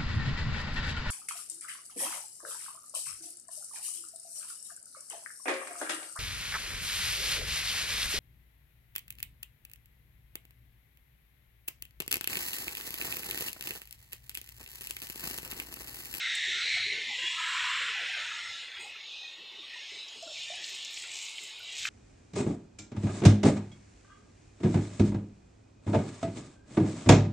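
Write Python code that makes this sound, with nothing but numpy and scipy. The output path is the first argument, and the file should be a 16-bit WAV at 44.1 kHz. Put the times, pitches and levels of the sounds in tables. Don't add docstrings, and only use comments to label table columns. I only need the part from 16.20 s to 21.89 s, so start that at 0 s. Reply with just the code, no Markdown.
import sys
import numpy as np
from scipy import signal
from scipy.fft import rfft, irfft, next_fast_len
from scipy.io import wavfile
from scipy.ndimage import uniform_filter1d, map_coordinates

SR = 44100
rng = np.random.default_rng(int(sys.argv[2]) if len(sys.argv) > 2 else 0)


def transcribe(u):
    v = np.clip(np.atleast_2d(u).T, -1, 1)
    q = np.round(v * 32767).astype(np.int16)
    wavfile.write(sys.argv[1], SR, q)


N = 250929
TIME = np.arange(N) / SR

HUM_TONES = [(877, -76), (1103, -76.5)]
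RUMBLE_EQ = [(20, -12), (40, -23), (52, -1.5), (63, 0.5), (78, -1), (90, -2.5), (101, 4), (120, -4.5),
             (160, -2.5), (210, -18.5), (400, -42)]
RUMBLE_THUDS = [(.31, -66), (.6, -60), (1.38, -72), (2.05, -75), (2.3, -71), (2.602, -74), (4.2, -75),
                (4.32, -73), (4.83, -78), (5.43, -72), (5.65, -63)]
MURK_EQ = [(30, -6.5), (150, -40), (240, -4), (370, -0.5), (550, 0.5), (750, -2), (1050, -2), (1400, -0.5),
           (2500, -2), (5000, -3.5), (10000, -60)]
SLOSH_EQ = [(150, -23), (400, -10), (800, 2), (1300, -2.5), (1700, -26)]
SLOSH_SWELLS = [(.95, -64, 0.098, 0.1), (1.85, -61.5, 0.14, 0.42), (2.66, -62, 0.13, 0.089)]

HISS_FADER = [(0, -36), (.55, -34), (.8, -37.5), (1.1, -37), (1.25, -36.5), (1.48, -34), (1.8, -38),
              (2.0, -38.5), (2.22, -42.5), (2.55, -44.5), (2.78, -47), (2.97, -43), (3.25, -48),
              (3.42, -45), (3.74, -43), (3.89, -47.5), (4.1, -43.5), (4.35, -43), (4.8, -43), (5.35, -46),
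              (5.69, -40)]
# t/s, edge f/Hz, level below 2.2 kHz/dB
HISS_LOW_EDGE = [(0, 1570, 3), (.4, 1510, -0.5), (.63, 1540, -2.5), (.8, 1880, -1), (.96, 1880, 0.5),
                 (1.04, 1530, -2.5), (1.17, 1530, -6.5), (1.3, 1180, -0.5), (1.55, 1040, -0.5),
                 (1.9, 1510, 1), (2.22, 1490, -1.5), (2.45, 1680, -4), (2.57, 1680, -3), (2.68, 1980, -4.5),
                 (2.82, 1900, -8), (3.0, 2830, -22), (3.25, 2040, -23), (3.6, 1840, -10.5),
                 (3.95, 1930, -14), (4.04, 2550, -33), (4.13, 2520, -26), (4.17, 1980, -5),
                 (4.52, 1850, -11.5), (4.67, 2210, -16), (4.85, 1820, -7), (5.12, 2100, -7),
                 (5.25, 1950, -10), (5.45, 2140, -10), (5.67, 1410, -8)]
HISS_BRIGHTNESS = [(0, -13.5, -17), (.42, -12.5, -16), (.75, -16.5, -21), (1.25, -17, -10.5),
                   (1.58, -20.5, -14.5), (1.8, -18, -17), (2.35, -8, -13.5), (2.55, -19, -22),
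                   (2.8, -12.5, -27), (3.02, -13.5, -27), (3.25, -15.5, -26), (3.5, -16.5, -22.5),
                   (3.68, -11, -21), (3.92, -12.5, -11.5), (4.2, -8, -17.5), (5.25, -10, -6.5),
                   (5.42, -13.5, -13), (5.69, -13, -21)]
BODY_EQ = [(800, -2), (1800, 1.5), (2600, 1.5), (3300, 0), (4050, -4), (4500, -14.5), (5500, -13.5),
           (7000, -84)]
UPPER_EQ = [(3000, -38), (4300, 15.5), (4800, 8.5), (5600, 14.5), (6400, 10), (7200, -14.5), (9000, -82)]
SIZZLE_EQ = [(5000, -47), (6400, -4.5), (6900, 1.5), (7700, 3), (8300, -5.5), (9000, -14), (10500, -27),
             (12500, -62), (15500, -47)]
AIR_EQ = [(5000, -6), (8000, 3), (10500, -2), (12500, -1), (15000, 2)]
HOLLOW_EQ = [(2400, 1.5), (2650, 3.5), (3050, 2.5), (3300, 0), (3600, 4.5), (4100, 2.5), (4400, -1),
             (5000, 2.5), (5500, -2), (5900, -11.5), (6250, -3.5), (6550, 3), (6900, 10), (7500, -10),
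             (8300, 5)]
FAINT_PEAKS = [(1990, 260, 10), (2590, 90, 6), (3400, 97, 4.5), (3650, 130, 5.5), (4080, 140, 6.5)]
OPENING_PEAKS = [(2008, 240, 9.5), (3805, 450, 10), (5160, 1100, -1)]
OPENING_GLIDE = [(0, 1.0), (.34, .985), (.5, 1.075), (.9, 1.08)]
# t/s, half length/s, f/Hz, half width/Hz, relative level/dB
HISS_WHISTLES = [(0.38, 0.065, 1440, 29, 3), (1.093, 0.097, 2820, 73, 5.5), (1.09, 0.098, 3350, 54, 10),
                 (1.324, 0.3, 1010, 63, 4), (1.22, 0.11, 1700, 74, 2), (1.23, 0.062, 1290, 57, 7),
                 (2.1, 0.19, 930, 55, -7.5), (0.97, 0.076, 2060, 46, -3), (2.24, 0.36, 1360, 37, 3),
                 (3.55, 0.046, 1860, 110, 2.5), (3.9, 0.097, 3860, 170, 3), (2.61, 0.087, 4800, 260, -11),
                 (3.156, 0.15, 1890, 90, -4), (3.01, 0.11, 2500, 52, 6), (4.37, 0.3, 3660, 560, -4.5),
                 (0.74, 0.15, 4080, 48, -5), (8.2, 0.06, 1800, 73, -8), (4.58, 0.19, 1800, 53, -4)]
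RASP_CATCHES = [(1.963, -41, 1370), (2.051, -39.5, 1470), (2.083, -39, 1410), (2.107, -34.5, 1330),
                (2.153, -42, 1335), (2.181, -37.5, 1380), (2.255, -41, 1350), (2.281, -50, 1440),
                (2.345, -48, 1370), (2.544, -50, 1340), (2.749, -46.5, 1340)]

SANDAL_SCUFF = [(2.6, -54.5, 0.0076, 0.1)]
LOUD_BURBLES = [(0.281, -43.5, 380), (0.349, -47.5, 404), (0.448, -45.5, 486), (0.563, -38.5, 690),
                (0.665, -42, 389.5), (0.721, -38.5, 433), (0.769, -40.5, 457), (0.805, -45, 386),
                (0.871, -47, 258), (0.9, -38, 823), (0.984, -45.5, 518), (1.029, -44.5, 367.5),
                (1.612, -42.5, 522), (1.69, -47, 468), (1.753, -39, 814), (1.785, -40, 697),
                (1.815, -42, 522), (1.89, -41, 780), (1.932, -44, 855), (1.971, -40.5, 665),
                (2.59, -46, 399), (2.625, -48.5, 461), (2.649, -40, 808), (3.022, -48, 788),
                (3.184, -47.5, 376), (3.315, -49, 378), (3.382, -45.5, 375), (3.721, -44.5, 403),
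                (3.762, -51, 404), (3.96, -46.5, 400), (4.395, -50.5, 378), (4.519, -50, 397),
                (5.213, -47.5, 393)]
BUCKET_PLOPS = [(4.023, -36, 662, 0.14), (4.062, -49.5, 306, 0.042), (4.072, -41, 628, 0.12),
                (4.112, -42, 620, 0.022), (4.3, -36.5, 642, 0.021), (4.315, -42, 720, 0.081),
                (4.335, -39.5, 735, 0.024), (3.43, -50, 1166, 0.034), (3.555, -48, 980, 0.043),
                (4.073, -47.5, 1385, 0.023), (4.835, -51, 1360, 0.078), (5.4, -45, 1460, 0.034)]
CLOTH_GUSHES = [(4.19, -52.5, -60, 0.089, 0.2), (4.469, -48, -52, 0.051, 0.17),
                (4.789, -52, -50.5, 0.055, 0.08), (4.973, -45, -48.5, 0.066, .15),
                (5.23, -59.5, -51, 0.085, .08), (5.619, -42.5, -48.5, 0.095, .15)]
PATTER_EQ = [(1000, -34), (1600, -14), (2200, 4), (2800, 0), (3400, 5), (4150, 7), (4800, 3.5), (7600, 5),
             (8800, -14), (10500, -19), (15000, -30)]
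LOUD_DROPS = [(3.883, -40, 5250), (4.025, -40.5, 6340), (4.355, -42, 8000), (4.464, -42, 7560),
              (4.5486, -34.5, 7300), (4.6477, -31, 6170), (4.742, -34, 6450), (4.767, -36, 5120),
              (4.916, -38, 6700), (4.937, -36, 7000), (4.955, -33, 6400), (4.972, -35, 7200),
              (5.051, -36, 6900), (5.207, -42, 6900), (5.235, -41, 7200), (5.523, -42, 7100)]
FINE_SPITS = [(4.495, -50), (4.556, -52), (4.707, -49), (4.73, -51), (5.2358, -47), (5.391, -49),
              (5.433, -55), (5.594, -49), (5.6524, -44)]
WET_SLAPS = [(4.441, -26, 3750, 0.025), (4.772, -29.5, 2640, 0.025), (4.837, -37.5, 1840, 0.059),
             (4.954, -36, 2960, 0.016), (5.084, -31, 3100, 0.011), (5.182, -29, 2700, 0.037),
             (5.6517, -23, 1825, 0.012), (5.6532, -20, 2220, 0.022), (5.668, -29.5, 1730, 0.12)]


def amp(db):
    return 10 ** (np.asarray(db) / 20)


def unit(x):
    return x / np.sqrt(np.mean(x ** 2) + 1e-20)


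def eq(points, hz):
    f, db = np.transpose(points)
    return amp(np.interp(np.log(hz + 1), np.log(f + 1), db))


def peaks_db(rows, hz):
    return sum(db * np.exp(-((hz - centre) / width) ** 2) for centre, width, db in rows)


def curves(rows, t=TIME):
    times, *columns = np.transpose(rows)
    return [np.interp(t, times, column) for column in columns]


def swells(rows):
    gains = (amp(db) * np.exp(-((TIME - s) / np.where(TIME < s, rise, fall)) ** 2)
             for s, db, rise, fall in rows)
    return np.sqrt(sum(gain ** 2 for gain in gains))


def add(track, s, sound):
    part = track[max(round(s * SR), 0):][:len(sound)]
    part += sound[:len(part)]


def filtered(x, response):
    size = next_fast_len(N + SR // 2)
    return irfft(rfft(x, size) * response(np.fft.rfftfreq(size, 1 / SR)), size)[:N]


def smooth_noise(points):
    return unit(filtered(rng.standard_normal(N), lambda hz: eq(points, hz)))


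def patches(shape):
    field = rng.standard_normal(shape)
    for size, axis in (3, 0), (16, 1), (5, 1):
        field = uniform_filter1d(field, size, axis)
    return np.minimum(unit(field), 1.3)


def swirling_noise(depth_db, size=1024):
    hz, t, bins = signal.stft(rng.standard_normal(N), SR, nperseg=size, noverlap=size * 3 // 4)
    gain = amp(np.interp(t, TIME, depth_db) * patches(bins.shape))
    return hz[:, None], t, bins * gain / np.sqrt(np.mean(gain ** 2, axis=0))


def waveform(bins, size=1024):
    return signal.istft(bins, nperseg=size, noverlap=size * 3 // 4)[1][:N]


def wandering(hz, t, share=0.02, per_s=7, span_hz=900):
    knots = rng.standard_normal((int(SR / span_hz), int(N * per_s / SR) + 4))
    drift = map_coordinates(knots, np.broadcast_arrays(hz / span_hz, t * per_s), mode="nearest")
    return hz * (1 + share * drift)


def background():
    hum = sum(amp(db) * np.sqrt(2) * np.sin(2 * np.pi * hz * TIME + rng.uniform(0, 2 * np.pi))
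              for hz, db in HUM_TONES)
    thuds = swells([(s, db, 0.066, 0.11) for s, db in RUMBLE_THUDS])
    ride_db = curves(HISS_FADER)[0] + 34.5
    rumble = np.hypot(amp(-69.5 + 1.2 * ride_db), thuds) * smooth_noise(RUMBLE_EQ)
    hz, _, noise = swirling_noise(np.full(N, 6.0), size=512)
    slosh = unit(waveform(noise * eq(SLOSH_EQ, hz), size=512))
    slosh *= np.hypot(amp(-69.5), swells(SLOSH_SWELLS))
    return hum + rumble + slosh + amp(-62.5) * smooth_noise(MURK_EQ)


def hiss_resonances(hz, t, faint):
    drifting_hz = wandering(hz, t)
    narrow_fade = np.clip((3.9 - t) / 0.3, 0, 1)
    hollow = eq(HOLLOW_EQ, drifting_hz) * amp(narrow_fade * peaks_db(FAINT_PEAKS, drifting_hz))
    ring_fade = np.clip(1 - (t - 0.7) / 0.25, 0, 1)
    ring = amp(ring_fade * peaks_db(OPENING_PEAKS, hz / curves(OPENING_GLIDE, t)[0]))
    return hollow ** faint * ring


def tyre_hiss():
    fader_db, = curves(HISS_FADER)
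    faint = np.clip((-36 - fader_db) / 10, 0, 1)
    swirl_db = np.interp(faint, [0, 1], [2.3, 6.5])
    hz, t, noise = swirling_noise(0.73 * swirl_db)
    frame_faint = np.interp(t, TIME, faint)
    resonances = hiss_resonances(hz, t, frame_faint)
    whistles = sum(amp(db) * np.exp(-((t - s) / length) ** 2 - ((hz - pitch) / width) ** 2)
                   for s, length, pitch, width, db in HISS_WHISTLES)
    edge_hz, fullness_db = curves(HISS_LOW_EDGE, t)
    fray = 0.13 * np.interp(frame_faint, [0, 1], [0.96, 1])
    frayed_hz = edge_hz * np.exp(-fray * patches(noise.shape))
    low_cut = 1 / np.sqrt(1 + (frayed_hz / np.maximum(hz, 100)) ** 30)
    low_shelf = amp(fullness_db / (1 + (hz / 2200) ** 8))
    core = (hz > 2400) & (hz < 4300)
    colour = eq(BODY_EQ, hz) * resonances
    colour /= np.sqrt(np.mean(colour[core[:, 0]] ** 2, axis=0))
    body = waveform(noise * (colour * low_cut * low_shelf + whistles))
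    body /= np.std(waveform(noise * colour * core))
    upper = unit(waveform(swirling_noise(swirl_db)[2] * resonances * eq(UPPER_EQ, hz)))
    return amp(fader_db) * (body + amp(curves(HISS_BRIGHTNESS)[0] + 3) * upper)


def gurgle(db, hz, width_hz, rise_s):
    t = np.arange(SR // 5) / SR

    def cluster(spread_hz, peak_s):
        cycles = rng.normal(hz, spread_hz, (24, 1)) * t + rng.random((24, 1))
        return t / peak_s * np.exp(1 - t / peak_s) * np.sin(2 * np.pi * cycles).sum(0)

    sound = cluster(width_hz, rise_s) + amp(-8) * cluster(150, 1.5 * rise_s)
    return amp(db) * sound / np.abs(sound).max()


def rasp(trim_db=-2):
    out = np.zeros(N)
    for s, db, hz in RASP_CATCHES:
        add(out, s, gurgle(db + trim_db, hz, width_hz=55.3, rise_s=0.0073))
    return out


def gush_sizzle():
    return swells([(s, db, rise, fall) for s, _, db, rise, fall in CLOTH_GUSHES])


def splatter(per_s=170, t60=0.022, spread_db=3, steady=0.15):
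    drops = (rng.random(N) < per_s / SR) * amp(spread_db * np.clip(rng.standard_normal(N), -2, 2))
    power = signal.lfilter([1], [1, -amp(-60 / (t60 * SR)) ** 2], drops ** 2)
    return np.sqrt(steady + (1 - steady) * power / power.mean())


def sizzle_and_air():
    gush = gush_sizzle()
    wet = gush * splatter() + swells(SANDAL_SCUFF)
    fizz = amp(curves(HISS_FADER)[0] + curves(HISS_BRIGHTNESS)[1])
    faint = np.interp(20 * np.log10(np.hypot(fizz, gush)), [-60, -48], [1, 0])
    hz, t, noise = swirling_noise(depth_db=3.5 + 6.5 * faint)
    hollow = eq(HOLLOW_EQ, wandering(hz, t)) ** (0.77 * np.interp(t, TIME, faint))
    sizzle = amp(0.5) * np.hypot(fizz, wet) * unit(waveform(noise * hollow * eq(SIZZLE_EQ, hz)))
    air_gain = np.sqrt(amp(-79.5) ** 2 + (amp(-19.5) * fizz) ** 2 + (amp(-17) * wet) ** 2)
    return sizzle + air_gain * smooth_noise(AIR_EQ)


def burbles(faint_count=14, trim_db=-7.5):
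    out = np.zeros(N)
    faint = [((k + rng.random()) / faint_count * N / SR, rng.normal(-54, 2),
              420 * 2 ** rng.normal(0, 0.222)) for k in range(faint_count)]
    for s, db, hz in LOUD_BURBLES + faint:
        add(out, s - 0.007, gurgle(db + trim_db, hz, width_hz=32, rise_s=0.015))
    return out


def impact(db, hz, t60, width, crack_db):
    t = np.arange(SR // 20) / SR
    burst = rng.standard_normal(len(t)) * amp(-60 * t / t60)
    band_hz = [hz / (1 + width), hz * (1 + width)]
    ring = signal.sosfilt(signal.butter(5, band_hz, "band", fs=SR, output="sos"), burst)
    sound = ring + amp(crack_db) * burst
    return amp(db) * sound / np.abs(sound).max()


def tick():
    out = np.zeros(N)
    add(out, 0.1506, impact(db=-29.5, hz=7820, t60=0.045, width=0.13, crack_db=-23))
    return out


def bucket_ring(bubbles, centre_hz=656, width_hz=113, t60=0.6):
    t = np.arange(SR // 2) / SR
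    power = np.abs(signal.fftconvolve(bubbles ** 2, amp(-60 * t / t60) ** 2)[:N])
    ring = unit(filtered(rng.standard_normal(N), lambda hz: np.exp(-((hz - centre_hz) / width_hz) ** 2)))
    return amp(-10) * np.std(bubbles) * unit(np.sqrt(power)) * ring


def plops(attack_s=0.007, glide=0.25, trim_db=-3):
    out, t = np.zeros(N), np.arange(SR // 5) / SR
    for s, db, hz, t60 in BUCKET_PLOPS:
        envelope = amp(-60 * t / t60) * (1 - np.exp(-(t / attack_s) ** 2))
        tone = np.sin(2 * np.pi * hz * t * (1 + glide * t))
        add(out, s, amp(db + trim_db) * envelope / envelope.max() * tone)
    return out + bucket_ring(out)


def patter(per_s=300, spread_db=0.5, t60=0.025, burst_samples=90):
    count, k = int(per_s * N / SR), np.arange(burst_samples)
    starts = rng.integers(0, N, (count, 1))
    sizes = amp(spread_db * np.minimum(rng.exponential(size=(count, 1)), 2.6))
    bursts = sizes * rng.standard_normal((count, burst_samples)) * amp(-60 * k / SR / t60)
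    spray = np.bincount((starts + k).ravel(), bursts.ravel(), N)[:N]
    gush = swells([(s, db, rise, fall) for s, db, _, rise, fall in CLOTH_GUSHES])
    return gush * unit(filtered(spray, lambda hz: eq(PATTER_EQ, hz)))


def splashes(stray_count=36):
    out = np.zeros(N)
    fallen = np.cumsum(gush_sizzle() ** 4)
    shares = (np.arange(stray_count) + rng.random(stray_count)) / stray_count
    stray_times = np.searchsorted(fallen, fallen[-1] * shares) / SR
    strays = [(s, -42.5, rng.normal(6550, 770)) for s in stray_times]
    for s, db, hz in LOUD_DROPS + strays:
        add(out, s, impact(db + 1, hz, t60=0.03, width=0.2, crack_db=-31))
    for s, db in FINE_SPITS:
        add(out, s, impact(db, hz=12500, t60=0.03, width=0.3, crack_db=-12))
    for s, db, hz, t60 in WET_SLAPS:
        add(out, s, impact(db, hz, t60, width=0.35, crack_db=-42))
    return out


def carport(x, t60=0.3):
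    t = np.arange(SR // 3) / SR
    tail = rng.standard_normal(len(t)) * amp(-60 * t / t60) * (t > 0.005)
    return signal.fftconvolve(x, tail / np.linalg.norm(tail))[:N]


def scene():
    close = patter() + splashes() + plops() + tick()
    around = tyre_hiss() + sizzle_and_air() + rasp() + burbles() + background()
    mono = close + amp(-10) * carport(close) + around
    return np.array([mono, mono])


def record(dry, top_hz=15600):
    return np.array([filtered(channel, lambda hz: hz < top_hz) for channel in dry])


dry = scene()
out = record(dry)
transcribe(out)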